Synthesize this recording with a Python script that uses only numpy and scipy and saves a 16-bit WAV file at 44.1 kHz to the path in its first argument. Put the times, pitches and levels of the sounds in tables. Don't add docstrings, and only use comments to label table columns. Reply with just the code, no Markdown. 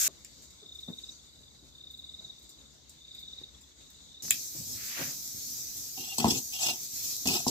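import sys
import numpy as np
from scipy import signal
from scipy.fft import rfft, irfft, next_fast_len
from scipy.io import wavfile
from scipy.ndimage import uniform_filter1d

SR = 44100
rng = np.random.default_rng(int(sys.argv[2]) if len(sys.argv) > 2 else 0)


def to_wav(sig):
    pcm = np.clip(np.atleast_2d(sig), -1, 1) * 32767
    pcm = np.round(pcm).astype(np.int16)
    wavfile.write(sys.argv[1], SR, pcm.T)


N = 330730
T = np.arange(N) / SR
M = next_fast_len(N + 8192)
HZ = np.maximum(np.arange(M // 2 + 1) * SR / M, 1)

CLOSE_END_S, NEAR_START_S = 0.079, 4.223
ROOM_T60_S, ROOM_GAP_S = 0.23, 0.0028
EAR_LAG = 9


def undb(db):
    return 10 ** (np.asarray(db) / 20)


def unit(x):
    return x / np.sqrt(np.mean(x ** 2))


def over_hz(table):
    hz, value = np.transpose(table)
    return np.interp(np.log(HZ), np.log(hz), value)


def colour(x, table, lo_hz=1, hi_hz=3e4):
    keep = 1 / np.sqrt((1 + (lo_hz / HZ) ** 12) * (1 + (HZ / hi_hz) ** 12))
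    return irfft(rfft(x, M) * undb(over_hz(table)) * keep, M)[..., :N]


def band_only(x, lo_hz=1, hi_hz=3e4):
    return colour(x, [(1, 0), (SR, 0)], lo_hz, hi_hz)


def gains(rows):
    s, *columns = np.transpose(rows)
    return [undb(np.interp(T, s, c, -200, -200)) for c in columns]


def held(table, start_s, end_s):
    s, *columns = np.transpose(table)
    return [undb(np.interp(T, s, c)) * (T >= start_s) * (T < end_s) for c in columns]


def walk(rate):
    k = int(SR / rate)
    steps = np.repeat(rng.standard_normal(N // k + 1), k)
    return 1.33 * uniform_filter1d(uniform_filter1d(steps, k), k)[:N]


# (frequency [Hz], correlation)
EAR_LIKENESS = [(60, 0.75), (250, 0.52), (640, 0.21), (1400, -0.1), (3000, 0.087), (15000, -0.046)]


def pair(a, b):
    c = np.clip(over_hz(EAR_LIKENESS), -1, 1)
    mid = rfft(a, M) * np.sqrt((1 + c) / 2)
    side = rfft(b, M) * np.sqrt((1 - c) / 2)
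    return np.array([mid + side, mid - side])


def ring(x, hz, t60):
    r, w = np.exp(-np.log(1000) / (t60 * SR)), 2 * np.pi * hz / SR
    return signal.lfilter([0, r * np.sin(w)], [1, -2 * r * np.cos(w), r * r], x)


def add(out, s, piece):
    i = int(s * SR)
    out[..., i:i + piece.shape[-1]] += piece[..., :N - i]


def room(x, t60=ROOM_T60_S):
    t = T[:SR // 2]
    decay = undb(-60 * t / t60) * (t > ROOM_GAP_S)
    tail = rng.standard_normal((2, N)) * np.pad(decay, (0, N - len(t)))
    return irfft(rfft(x, M) * pair(*tail), M)[:, :N] / np.sqrt(np.sum(tail[0] ** 2))


def air(flicker_db, sputter_db):
    both, out, sputter = pair(*rng.standard_normal((2, N))), 0, walk(30)
    for octave in np.arange(4, 14.6, .5):
        share = np.cos(np.pi * np.clip(np.log2(HZ) - octave, -.5, .5)) ** 2
        level = undb(flicker_db * walk(10) + sputter_db * sputter)
        out = out + level * irfft(both * share, M)[:, :N]
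    return out


def patchy(x, depth_db, width_hz, life_s):
    cells = signal.stft(x, nperseg=256)[2]
    field = rng.standard_normal(cells.shape[-2:])
    for axis, size in enumerate((width_hz * 256 / SR, life_s * SR / 128)):
        size = max(int(size), 1)
        field = uniform_filter1d(uniform_filter1d(field, size, axis), size, axis)
    treble = np.minimum(np.linspace(0, SR / 2, len(field)) / 2000, 1)[:, None]
    return unit(signal.istft(cells * undb(depth_db * treble * unit(field)))[1][..., :N])


# (time [s], level of the lower band [dB], level of the upper band [dB]), split near 8.5 kHz
POT_HISS = [(0.0, -27, -31.5), (0.075, -25.5, -32)]
DOOR_HISS = [(0.09, -60, -68), (0.38, -58.5, -64), (0.7, -61.5, -69.5), (0.92, -61, -60), (1.1, -59, -67),
             (1.59, -64.5, -70), (2.38, -61, -70.5), (4.21, -59.5, -69.5)]
NEAR_HISS = [(4.235, -41, -43), (4.37, -41.5, -45), (4.52, -44.5, -46), (4.72, -42.5, -44.5),
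             (4.97, -39, -41), (5.2, -42, -43.5), (5.5, -41, -43), (5.95, -43.5, -44.5),
             (6.44, -43.5, -43.5), (6.95, -41.5, -44), (7.0, -38, -40.5), (7.2, -38.5, -40),
             (7.455, -41, -44)]
# (frequency [Hz], relative density [dB per Hz])
POT_COLOUR = [(350, -30), (600, -33), (1110, -23), (1620, -9), (1830, -15), (2750, -11), (2980, -19),
              (3190, -12.5), (4540, -9.5), (6730, 0), (8830, -12.5), (14000, 3), (15400, -5)]
DOOR_COLOUR = [(350, -32), (600, -18.5), (706, -30), (1370, -18.5), (1730, -15), (2210, -11), (2400, -16),
               (3190, -11.5), (3800, 1.5), (4200, -5), (5270, -8), (6640, -5), (7810, -12), (9190, -33),
               (14000, -25), (15400, -34.5)]
NEAR_HISS_COLOUR = [(350, -22.5), (600, -20.5), (1360, -24), (2090, -21.5), (2460, -16.5), (2820, -21.5),
                    (3510, -11), (3750, -7.5), (4480, -4.5), (6120, 2), (7710, -6), (8710, -15),
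                    (9450, -16.5), (13600, -2), (15400, -12)]
# (time [s], level [dB])
DISTANT_FLAMES = [(0.09, -61.5), (0.42, -62), (2.28, -61.5), (4.21, -62.5)]
NEAR_FLAMES = [(4.23, -62), (4.31, -52), (4.45, -65.5), (4.74, -52.5), (4.94, -63), (5.6, -58.5),
               (6.3, -65.5), (7.09, -61.5), (7.5, -58)]
# (frequency [Hz], relative density [dB per Hz])
DISTANT_FLAME_COLOUR = [(12, -62), (20, -34), (27, -32), (41, -15.5), (65, 3), (102, -13), (133, -6.5),
                        (163, -12), (270, -10.5), (424, -17.5), (1500, -30), (1950, -58), (3300, -120)]
NEAR_FLAME_COLOUR = [(12, -53), (20, -24), (43, -13), (70, -4), (122, -0.5), (175, -9.5), (260, -3.5),
                     (306, -9), (517, -22), (1500, -59), (1950, -57), (3300, -120)]
HISS_PATCH_DB, HISS_PATCH_HZ, HISS_PATCH_S = 2.6, 250, .045


def fire():
    noise, out = patchy(air(.8, 1.1), HISS_PATCH_DB, HISS_PATCH_HZ, HISS_PATCH_S), 0
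    places = ((POT_HISS, POT_COLOUR, 0, CLOSE_END_S),
              (DOOR_HISS, DOOR_COLOUR, CLOSE_END_S, NEAR_START_S),
              (NEAR_HISS, NEAR_HISS_COLOUR, NEAR_START_S, N / SR))
    for curve, tone, start_s, end_s in places:
        low, high = held(curve, start_s, end_s)
        out = out + low * unit(colour(noise, tone, hi_hz=8450))
        out = out + high * unit(colour(noise, tone, lo_hz=8530))
    far, = held(DISTANT_FLAMES, 0, NEAR_START_S)
    near, = held(NEAR_FLAMES, NEAR_START_S, N / SR)
    flap = undb(1.2 * walk(35))
    out = out + far * unit(colour(noise, DISTANT_FLAME_COLOUR))
    return out + near * unit(flap * colour(noise, NEAR_FLAME_COLOUR))


# (time [s], relative level [dB], pitch [Hz], decay t60 [s])
THUDS_AND_PUFFS = [(0.085, -30, 445, 0.039), (0.618, -52, 440, 0.12), (0.882, -30.5, 234, 0.1),
                   (1.624, -48, 300, 0.08), (2.197, -54, 640, 0.1), (3.414, -38.5, 340, 0.044),
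                   (4.23, -45.5, 227, 0.14), (4.553, -33, 240, 0.052), (4.589, -43.5, 112, 0.19),
                   (4.982, -49.5, 141, 0.52), (5.339, -50, 116, 0.28)]


def thuds():
    out, t = np.zeros(N), T[:SR // 4]
    puffs = rng.standard_normal((len(THUDS_AND_PUFFS), SR // 4))
    for (s, db, hz, t60), puff in zip(THUDS_AND_PUFFS, puffs):
        blow = unit(ring(puff, hz, 0.04))
        blow = blow + 0.45 * unit(ring(puff, 1.4 * hz, 0.02)) + 0.2 * unit(ring(puff, 2.2 * hz, 0.01))
        envelope = np.minimum(t / 0.029, 1) * undb(-60 * t / t60)
        add(out, s - .005, undb(db + 3.0) * blow * envelope)
    return out + undb(-7.5) * room(out)


CRICKET_HZ, CRICKET_SLIDE_HZ = 3776, 280
RISE_HZ_PER_DB = 9.5
STROKE_S, NEIGHBOUR_S = 0.017, 0.013
RUN_UP = 7
QUICK_GAP_S, WIDEN_S, WIDEN_STROKES = 0.028, 0.012, 1.5
SLOW_GAP_S, SLOWING_S = 0.0514, .0008
SOFT_START_DB, CLIMB_STROKES, STROKE_SCATTER_DB = -18, 3.0, -0.3


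def stroke(hz, length, turn):
    u = np.linspace(0, 1, int(length * SR))
    turns = np.cumsum(hz + CRICKET_SLIDE_HZ * (.5 - u)) / SR + turn
    phase = 2 * np.pi * turns - np.array([[0], [1.8]])
    return np.sin(np.pi * u ** 1.6) ** 0.83 * np.sin(phase)


def trill(first_s, last_s, pace):
    back = np.arange(RUN_UP)
    gaps = QUICK_GAP_S + WIDEN_S * np.exp(-back / WIDEN_STROKES)
    run_up = first_s - pace * np.cumsum(gaps)[::-1]
    k = np.arange(round(abs(last_s - first_s) / SLOW_GAP_S) + 1)
    slow = np.linspace(first_s, last_s, len(k)) - SLOWING_S / 2 * k * k[::-1]
    times = np.append(run_up, slow)
    return times, SOFT_START_DB * np.exp(-np.arange(len(times)) / CLIMB_STROKES)


# (first slow stroke [s], last slow stroke [s],
# stretch of the run-up [1 = usual], relative level [dB])
CRICKET_TRILLS = [(0.833, 1.092, 1.05, -33.5), (1.945, 2.301, 1.0, -35), (3.231, 3.437, 1.11, -34.5),
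                  (4.31, 4.31, 1.0, -37)]
# (time [s], relative level [dB], middle pitch [Hz], left minus right [dB])
NEIGHBOUR_STROKES = [(0.1082, -63, 3510, -3.0), (0.1786, -57, 3620, 0), (0.4529, -58, 3820, -6),
                     (0.4788, -58, 3850, -2.5), (0.5018, -58, 3860, -4.5), (0.5253, -57, 3900, -5.5),
                     (0.5497, -60, 3900, -5.5), (0.5826, -59, 3880, -4), (1.1926, -57, 3570, 1.5),
                     (1.2415, -60, 3750, -3.0), (1.2914, -57, 3570, -2.0), (1.3313, -57, 3920, 0.0),
                     (1.3573, -58, 3940, -2.5), (1.3887, -57, 3880, -5), (1.4331, -53, 3660, 2.5),
                     (1.46, -56, 3910, -2.5), (1.481, -54, 3650, 0.0), (1.5074, -58, 3860, -2),
                     (1.5498, -57, 3980, -6), (1.5912, -58, 3900, -3.5), (1.6187, -64, 3820, -4.0),
                     (2.3816, -52, 3690, 0.5), (2.4135, -56, 3880, -3), (2.4593, -61, 3850, -1.0),
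                     (2.4927, -55, 4000, -7), (2.5414, -54, 3800, -0.5), (2.5844, -52, 3910, -0.5),
                     (2.6106, -54, 3650, 3.5), (2.656, -54, 3650, 6), (2.7053, -57, 3610, 0.0),
                     (2.7792, -59, 3650, -3.0), (3.4867, -53, 3700, 8), (3.5446, -52, 3500, 3),
                     (3.5805, -57, 3772, 0.5), (3.6359, -54, 3510, 3), (3.6768, -59, 3610, 1),
                     (3.7147, -60, 3520, 4.0), (3.8209, -59, 3780, -2.5), (3.8618, -54, 3780, -0.5),
                     (3.8933, -54, 3850, -2.5), (3.9536, -55, 3900, -7), (3.9876, -58, 3990, -4.5),
                     (4.0265, -62, 3900, -3), (4.0552, -58, 4040, 1)]
# (time [s], crickets [dB], higher band [dB])
CHORUS_LEVELS = [(.1, -71, -71), (.4, -81, -63), (.6, -62, -74), (.9, -54, -67), (1.0, -62, -71),
                 (1.14, -65, -59), (1.22, -63, -67), (1.68, -63, -68), (2.1, -55, -65.5),
                 (2.55, -61.5, -66), (2.85, -81, -76), (3.0, -61, -71), (3.19, -53.5, -59),
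                 (3.28, -52, -68), (3.43, -57, -62), (3.6, -74, -86), (4.2, -55.5, -71)]
CHORUS_RATE_HZ, HIGH_RATE_HZ = 90, 400
HIGH_HZ, HIGH_SPREAD_HZ = 4646, 520
ECHO_S, ECHO_DB = .031, -11


def chorus(rate_hz, hz, spread_hz, size_db, length_s):
    out = np.zeros((2, N))
    for k, (late, size, bend, turn) in enumerate(rng.random((int(5 * rate_hz), 4))):
        one = stroke(hz + spread_hz * (bend - .5), length_s, turn)
        add(out, (k + late) / rate_hz, undb(size_db * size) * one)
    return out


def crickets():
    near = np.zeros((2, N))
    for first_s, last_s, pace, peak_db in CRICKET_TRILLS:
        for s, db, (bend, turn, size) in zip(*trill(first_s, last_s, pace), rng.random((20, 3))):
            hz = CRICKET_HZ + RISE_HZ_PER_DB * db + 60 * (bend - .5)
            level = undb(peak_db + db + STROKE_SCATTER_DB * (size + 8.0))
            add(near, s - .0075, level * stroke(hz, STROKE_S, turn))
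    add(near, ECHO_S, undb(ECHO_DB) * near[::-1].copy())
    for (s, db, hz, pan_db), turn in zip(NEIGHBOUR_STROKES, rng.random(len(NEIGHBOUR_STROKES))):
        level = undb(db + 2.0 + np.array([[pan_db], [-pan_db]]) / 2)
        add(near, s - .003, level * stroke(hz, NEIGHBOUR_S, turn))
    far = chorus(CHORUS_RATE_HZ, CRICKET_HZ, 480, 4, 0.0102)
    high = chorus(HIGH_RATE_HZ, HIGH_HZ, HIGH_SPREAD_HZ, 7.7, 0.004)
    out = near + undb(-12) * room(near[0], 0.25)
    for gain, x in zip(held(CHORUS_LEVELS, 0, N / SR), (far, high)):
        x = x + undb(6.5) * room(x[0], 0.14)
        out = out + gain * x / np.sqrt(np.mean(x[:, :4 * SR] ** 2))
    return out * (T >= CLOSE_END_S) * (T < NEAR_START_S)


# (time [s], relative level [dB], mids [relative dB], room share [relative dB],
# band above 9 kHz [relative dB], decay t60 [s])
EMBER_POPS = [(0.2477, -25, -31, -2, -16, 0.009), (0.422, -42, -37, 6, -8, .04),
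              (0.505, -43, -40, 0, -8, .03), (0.7484, -45.5, -35, -6, -1, .04),
              (0.803, -43, -40, 3, -8, .04), (1.9094, -51.5, -37, 2, 6.5, 0.037),
              (1.974, -54, -36, 3, 5, .04), (2.052, -55, -24, -7, 0, .04),
              (2.3924, -48.5, -31, -1, -2, .04), (2.426, -47.5, -40, 1, -1, .04),
              (2.493, -39.5, -48, 2, -2, .03), (2.895, -34, -46, 2, -9, 0.022),
              (3.148, -45.5, -22, 0, 0, .04), (3.1921, -45.5, -36, 4, -0.5, .04),
              (3.608, -51.5, -35, 12, -7, 0.044), (3.8077, -63, -8, 1, 0, .04),
              (3.9025, -48, -26, -1, 6, 0.03), (4.3072, -1, -23, -5.5, 3, 0.0092),
              (5.1103, -39, -34, -7, 0, .006), (5.277, -19, -44, -9, -6, .006),
              (5.7707, -27, -45, -16, 4, .006), (7.166, -20, -45, -10, 0, .006)]
# (frequency [Hz], relative density [dB per Hz])
EMBER_COLOUR = [(350, -69), (900, -33), (1640, -12.5), (2660, -6.5), (3210, -10.5), (4850, -6),
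                (6130, -18.5), (7400, -2.5), (9190, -24), (13400, -12.5), (15400, -15.5)]
# (time [s], relative level [dB])
LOG_TICKS = [(4.253, -42.5), (4.283, -37.5)]


def pops():
    dry, wet, t = np.zeros((3, 2, N)), np.zeros((3, N)), T[:1500]
    bursts = rng.uniform(-1.82, 1.6, (len(EMBER_POPS), 2, 1500))
    for (s, db, mid_db, room_db, top_db, t60), burst in zip(EMBER_POPS, bursts):
        crack = undb(db) * burst * undb(-60 * t / t60)
        add(dry[0], s, crack)
        add(dry[1], s + 0.0011, undb(mid_db + 16.0) * crack)
        add(dry[2], s, undb(top_db) * crack)
        add(wet, s, undb([[room_db], [room_db + mid_db + 21.5], [room_db + top_db]]) * crack[0])
    bright = colour(dry[0] + room(wet[0], 0.14), EMBER_COLOUR, 5800, 8700)
    top = colour(dry[2] + room(wet[2], 0.21), EMBER_COLOUR, lo_hz=9240)
    mids = colour(dry[1] + room(wet[1], 0.17), EMBER_COLOUR, 1100, 4500)
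    ticks = np.zeros(N)
    for s, db in LOG_TICKS:
        add(ticks, s, undb(db + 9.5) * np.ones(1))
    return undb(8) * (bright + top + mids) + ring(ticks, 2300, 0.00086)


# (time [s], level [dB], centre [Hz])
RISING_RUSTLE = [(.995, -75, 3020), (1.0, -57, 3100), (1.03, -61, 4920), (1.1, -58, 5100),
                 (1.12, -54, 6250), (1.17, -59, 6540), (1.2, -61, 6540), (1.24, -80, 6820)]


def rustle():
    s, db, hz = np.transpose(RISING_RUSTLE)
    lowpass = signal.butter(2, 550, fs=SR, output="sos")
    spread = signal.sosfilt(lowpass, rng.standard_normal((2, 2, N)))
    turn = 2 * np.pi * np.cumsum(np.interp(T, s, hz)) / SR
    band = unit(spread[0] * np.cos(turn) + spread[1] * np.sin(turn))
    return undb(np.interp(T, s, db, -200, -200) + 2.4 * walk(86.2)) * band


def body(x, modes, lo_hz, hi_hz):
    rung = 0
    for hz, width, db in modes:
        if lo_hz < hz < hi_hz:
            t60 = np.log(1000) / (np.pi * width)
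            rung = rung + ring(x, hz, t60) * np.sqrt(width) * undb(db)
    return unit(band_only(rung, lo_hz, hi_hz))


# (time [s], swell [s], hold [s], fade t60 [s],
# bowl rumble [dB], hollow ring [dB], rim ring [dB], bright rasp [dB])
PAN_SCRAPES = [(5.973, 0.0052, 0.036, 0.33, -51, -62, -51, -46.5),
               (6.025, 0.022, 0.095, 0.32, -63, -60, -51, -44),
               (6.181, 0.0018, 0.0054, 0.05, -38, -45, -47, -27.5),
               (6.196, 0.0044, 0.0061, 0.037, -33, -36.5, -34, -29),
               (6.208, 0.0045, 0.018, 0.19, -35.5, -40.5, -40.5, -37),
               (6.244, 0.013, 0.017, 0.097, -27.5, -32.5, -46, -39),
               (6.28, 0.0028, 0.0076, 0.088, -32, -38, -59, -28),
               (6.297, 0.0078, 0.0095, 0.073, -34.5, -46, -34, -27),
               (6.324, 0.0087, 0.029, 0.15, -38, -55.5, -45, -35.5),
               (6.369, 0.0041, 0.011, 0.096, -44, -55, -51, -33.5),
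               (6.521, 0.018, 0.012, 0.17, -65, -55, -41, -38),
               (6.585, 0.049, 0.019, 0.19, -56, -43, -36, -30),
               (6.641, 0.023, 0.0077, 0.13, -44.5, -40, -33.5, -29.5),
               (6.674, .012, .015, 0.2, -44, -42, -36, -32),
               (7.254, 0.003, 0.009, 0.087, -40, -41, -41, -34),
               (7.271, 0.0018, 0.0053, 0.068, -41, -46, -36, -26),
               (7.279, 0.0079, 0.006, .1, -35, -41, -32, -30.5),
               (7.293, 0.0033, 0.03, .15, -37, -44.5, -35, -32),
               (7.316, 0.015, 0.038, 0.23, -40, -41, -39, -31),
               (7.465, 0.0042, 0.025, .1, -32.5, -48, -48, -33),
               (7.476, 0.0025, 0.0055, 0.071, -44, -48, -42, -29)]
SWELL_DB = -13.5


def pressure():
    power = 0
    for s, swell, hold, t60, *db in PAN_SCRAPES:
        t = T - s
        fade = -60 * np.maximum(t - swell - hold, 0) / t60
        shape = np.where(t < swell, SWELL_DB * (1 - t / swell), fade)
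        power = power + np.outer(undb(db), undb(np.clip(shape, -200, 0)) * (t > 0)) ** 2
    return np.sqrt(power)


# (frequency [Hz], width [Hz], relative level [dB])
BOWL_MODES = [(151, 62, -10), (229.4, 5.3, -9.5), (260.7, 4.7, -9), (347.5, 55, -5.5), (449, 22, -15.5)]
HOLLOW_MODES = [(767, 70, -4), (785, 240, 4), (880, 75, -25), (1300, 250, -9), (1735, 100, -14),
                (2000, 57, -9)]
RIM_MODES = [(2587, 64, 3), (2790, 22, -3.5), (2894, 75, -3), (3110, 28, -2), (3300, 18, -3),
             (3510, 110, -4.5), (3660, 26, -16), (3880, 39, 0.5), (4250, 51, -1), (4420, 67, 1.5),
             (4850, 80, 5.5), (5150, 100, 7), (5680, 74, 6), (5840, 55, 2), (6520, 65, -1), (6860, 120, -2),
             (7960, 170, 3.5), (8820, 71, -7.5)]
# (frequency [Hz], relative density [dB per Hz])
RASP_SPECTRUM = [(880, -52), (1500, -38), (2240, -6), (2800, 12.5), (4470, -9), (5930, 11.5), (7790, 9),
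                 (9280, 2), (13800, 0.5), (15400, -6)]
# (time [s], level [dB], part below about 1.5 kHz [relative dB])
FLOOR_BRUSH = [(4.7, -85, -5), (4.78, -53, -16), (4.86, -51, -32), (4.93, -44.5, -29), (5.0, -41.5, 0),
               (5.078, -48.5, -6), (5.136, -64, 1), (5.2, -86, -10)]
# (frequency [Hz], relative density [dB per Hz])
FLOOR_BRUSH_COLOUR = [(120, -38), (200, -5), (265, 6), (443, -11), (572, -1.5), (1180, -13.5), (2290, -8.5),
                      (3480, -15), (5000, -28), (6500, -42), (11000, -120)]
APART = .25
GRIT_PATCH_DB, GRIT_PATCH_HZ, GRIT_PATCH_S = 3.5, 450, .02


def pan_drag():
    uneven = undb(2.2 * rng.exponential(size=N)) * undb(1.6 * walk(250))
    grit = rng.standard_normal((2, N)) * uneven
    grit = patchy(grit, GRIT_PATCH_DB, GRIT_PATCH_HZ, GRIT_PATCH_S)
    left, right = grit[0] + APART * grit[1], grit[0] - APART * grit[1]
    close = np.array([left, np.roll(right, shift=EAR_LAG)])
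    rumble, hollow, rim, bright = pressure()
    low = rumble * body(close, BOWL_MODES, 100, 520) + hollow * body(close, HOLLOW_MODES, 600, 2300)
    rasp = body(grit, RIM_MODES, 3500, 13500) * undb(-1.5)
    rasp = rasp + unit(colour(grit, RASP_SPECTRUM, lo_hz=3750))
    brush, below = gains(FLOOR_BRUSH)
    soft = irfft(pair(*rng.standard_normal((2, N))), M)[:, :N]
    soft = soft * undb(1.15 * walk(60) + 2.2 * rng.exponential(size=N))
    swish = unit(colour(soft, FLOOR_BRUSH_COLOUR, 1310, 4900))
    swish = swish + below * unit(colour(soft, FLOOR_BRUSH_COLOUR, 210, 1550))
    ringing = rim * body(close, RIM_MODES, 2450, 3750)
    return low + ringing + bright * rasp + brush * swish


# (time [s], low tone [relative dB], middle tone [relative dB], high tone [relative dB])
SINGING_DRAGS = [
    [(5.965, -70, -80, -82), (5.983, -51, -49, -91), (5.995, -62, -49, -71), (6.019, -67, -60, -70),
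     (6.067, -59, -57, -57), (6.101, -60, -48, -51), (6.125, -59, -43, -50), (6.157, -74, -71, -63),
     (6.16, -65, -68, -62)],
    [(6.53, -78, -66, -63), (6.548, -67, -48.5, -50), (6.564, -70, -47, -55), (6.59, -62, -56, -64),
     (6.638, -55, -46.5, -49), (6.662, -48, -40, -54), (6.696, -47, -43, -53), (6.716, -52, -39, -51),
     (6.76, -79, -74, -63)],
]
SINGING_HZ, SINGING_WAVER = (760, 2800, 3480), .009


def singing():
    out = 0
    for k, hz in enumerate(SINGING_HZ):
        phase = 2 * np.pi * np.cumsum(hz * (1 + SINGING_WAVER * walk(40))) / SR
        level = sum(gains(drag)[k] for drag in SINGING_DRAGS)
        out = out + level * undb(1.0 + 4.6 * walk(90)) * np.sin(phase)
    return np.array([out, np.roll(out, shift=2)])


# (time [s], relative level [dB], bowl boom [relative dB], rim tick [relative dB])
PAN_KNOCKS = [(5.976, -47, 0, 6), (6.184, -27.5, -2.5, -18), (6.244, -11.5, 2, -16), (6.257, -27, 9.5, -2),
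              (6.318, -42, 21.5, 14), (7.258, -38, 14, 3), (7.274, -45, 26, 17), (7.4657, -21, -1, -31)]
KNOCK_HZ, KNOCK_S = 847, 0.004


def knocks():
    clack, push, tick = np.zeros((3, N))
    u = np.linspace(0, 1, int(KNOCK_S * SR))
    contact = np.sin(np.pi * u) * np.sin(2 * np.pi * KNOCK_HZ * KNOCK_S * u)
    for s, db, boom_db, tick_db in PAN_KNOCKS:
        add(clack, s - .0005, undb(db) * contact)
        add(push, s + 0.0019, undb(db + boom_db) * np.hanning(80) / 40)
        add(tick, s, undb(db + tick_db) * np.ones(1))
    boom = 0
    for hz, width, db in BOWL_MODES:
        t60 = 0.3 * np.log(1000) / (np.pi * width)
        boom = boom + undb(db - 2.5) * ring(push, hz, t60)
    rim = sum(ring(tick, hz, 0.028) for hz, width, db in RIM_MODES)
    dry = clack + boom + undb(-11.5) * band_only(rim, lo_hz=2260)
    return np.array([dry, np.roll(dry, shift=EAR_LAG)]) + undb(-4.5) * room(dry)


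def scene():
    highpass = signal.butter(2, 90, "high", fs=SR, output="sos")
    blows = signal.sosfilt(highpass, knocks() + thuds())
    return fire() + crickets() + rustle() + pops() + pan_drag() + singing() + blows


# (frequency [Hz], left minus right [dB])
PORT_DIFFERENCE = [(60, 4), (400, 2.5), (1300, 2.5), (2500, 1.7), (5200, -1), (7500, 7), (9000, 2.5),
                   (11000, -7.5), (13500, -6), (15300, -9.5)]
TOP_HZ = 15500


def record(dry):
    tilt = undb(over_hz(PORT_DIFFERENCE) / 2)
    ported = irfft(rfft(dry, M) * np.array([tilt, 1 / tilt]), M)[:, :N]
    lowpass = signal.ellip(10, .2, 70, TOP_HZ, fs=SR, output="sos")
    return signal.sosfilt(lowpass, .9 * np.tanh(ported / .9))


dry = scene()
out = record(dry)
to_wav(out)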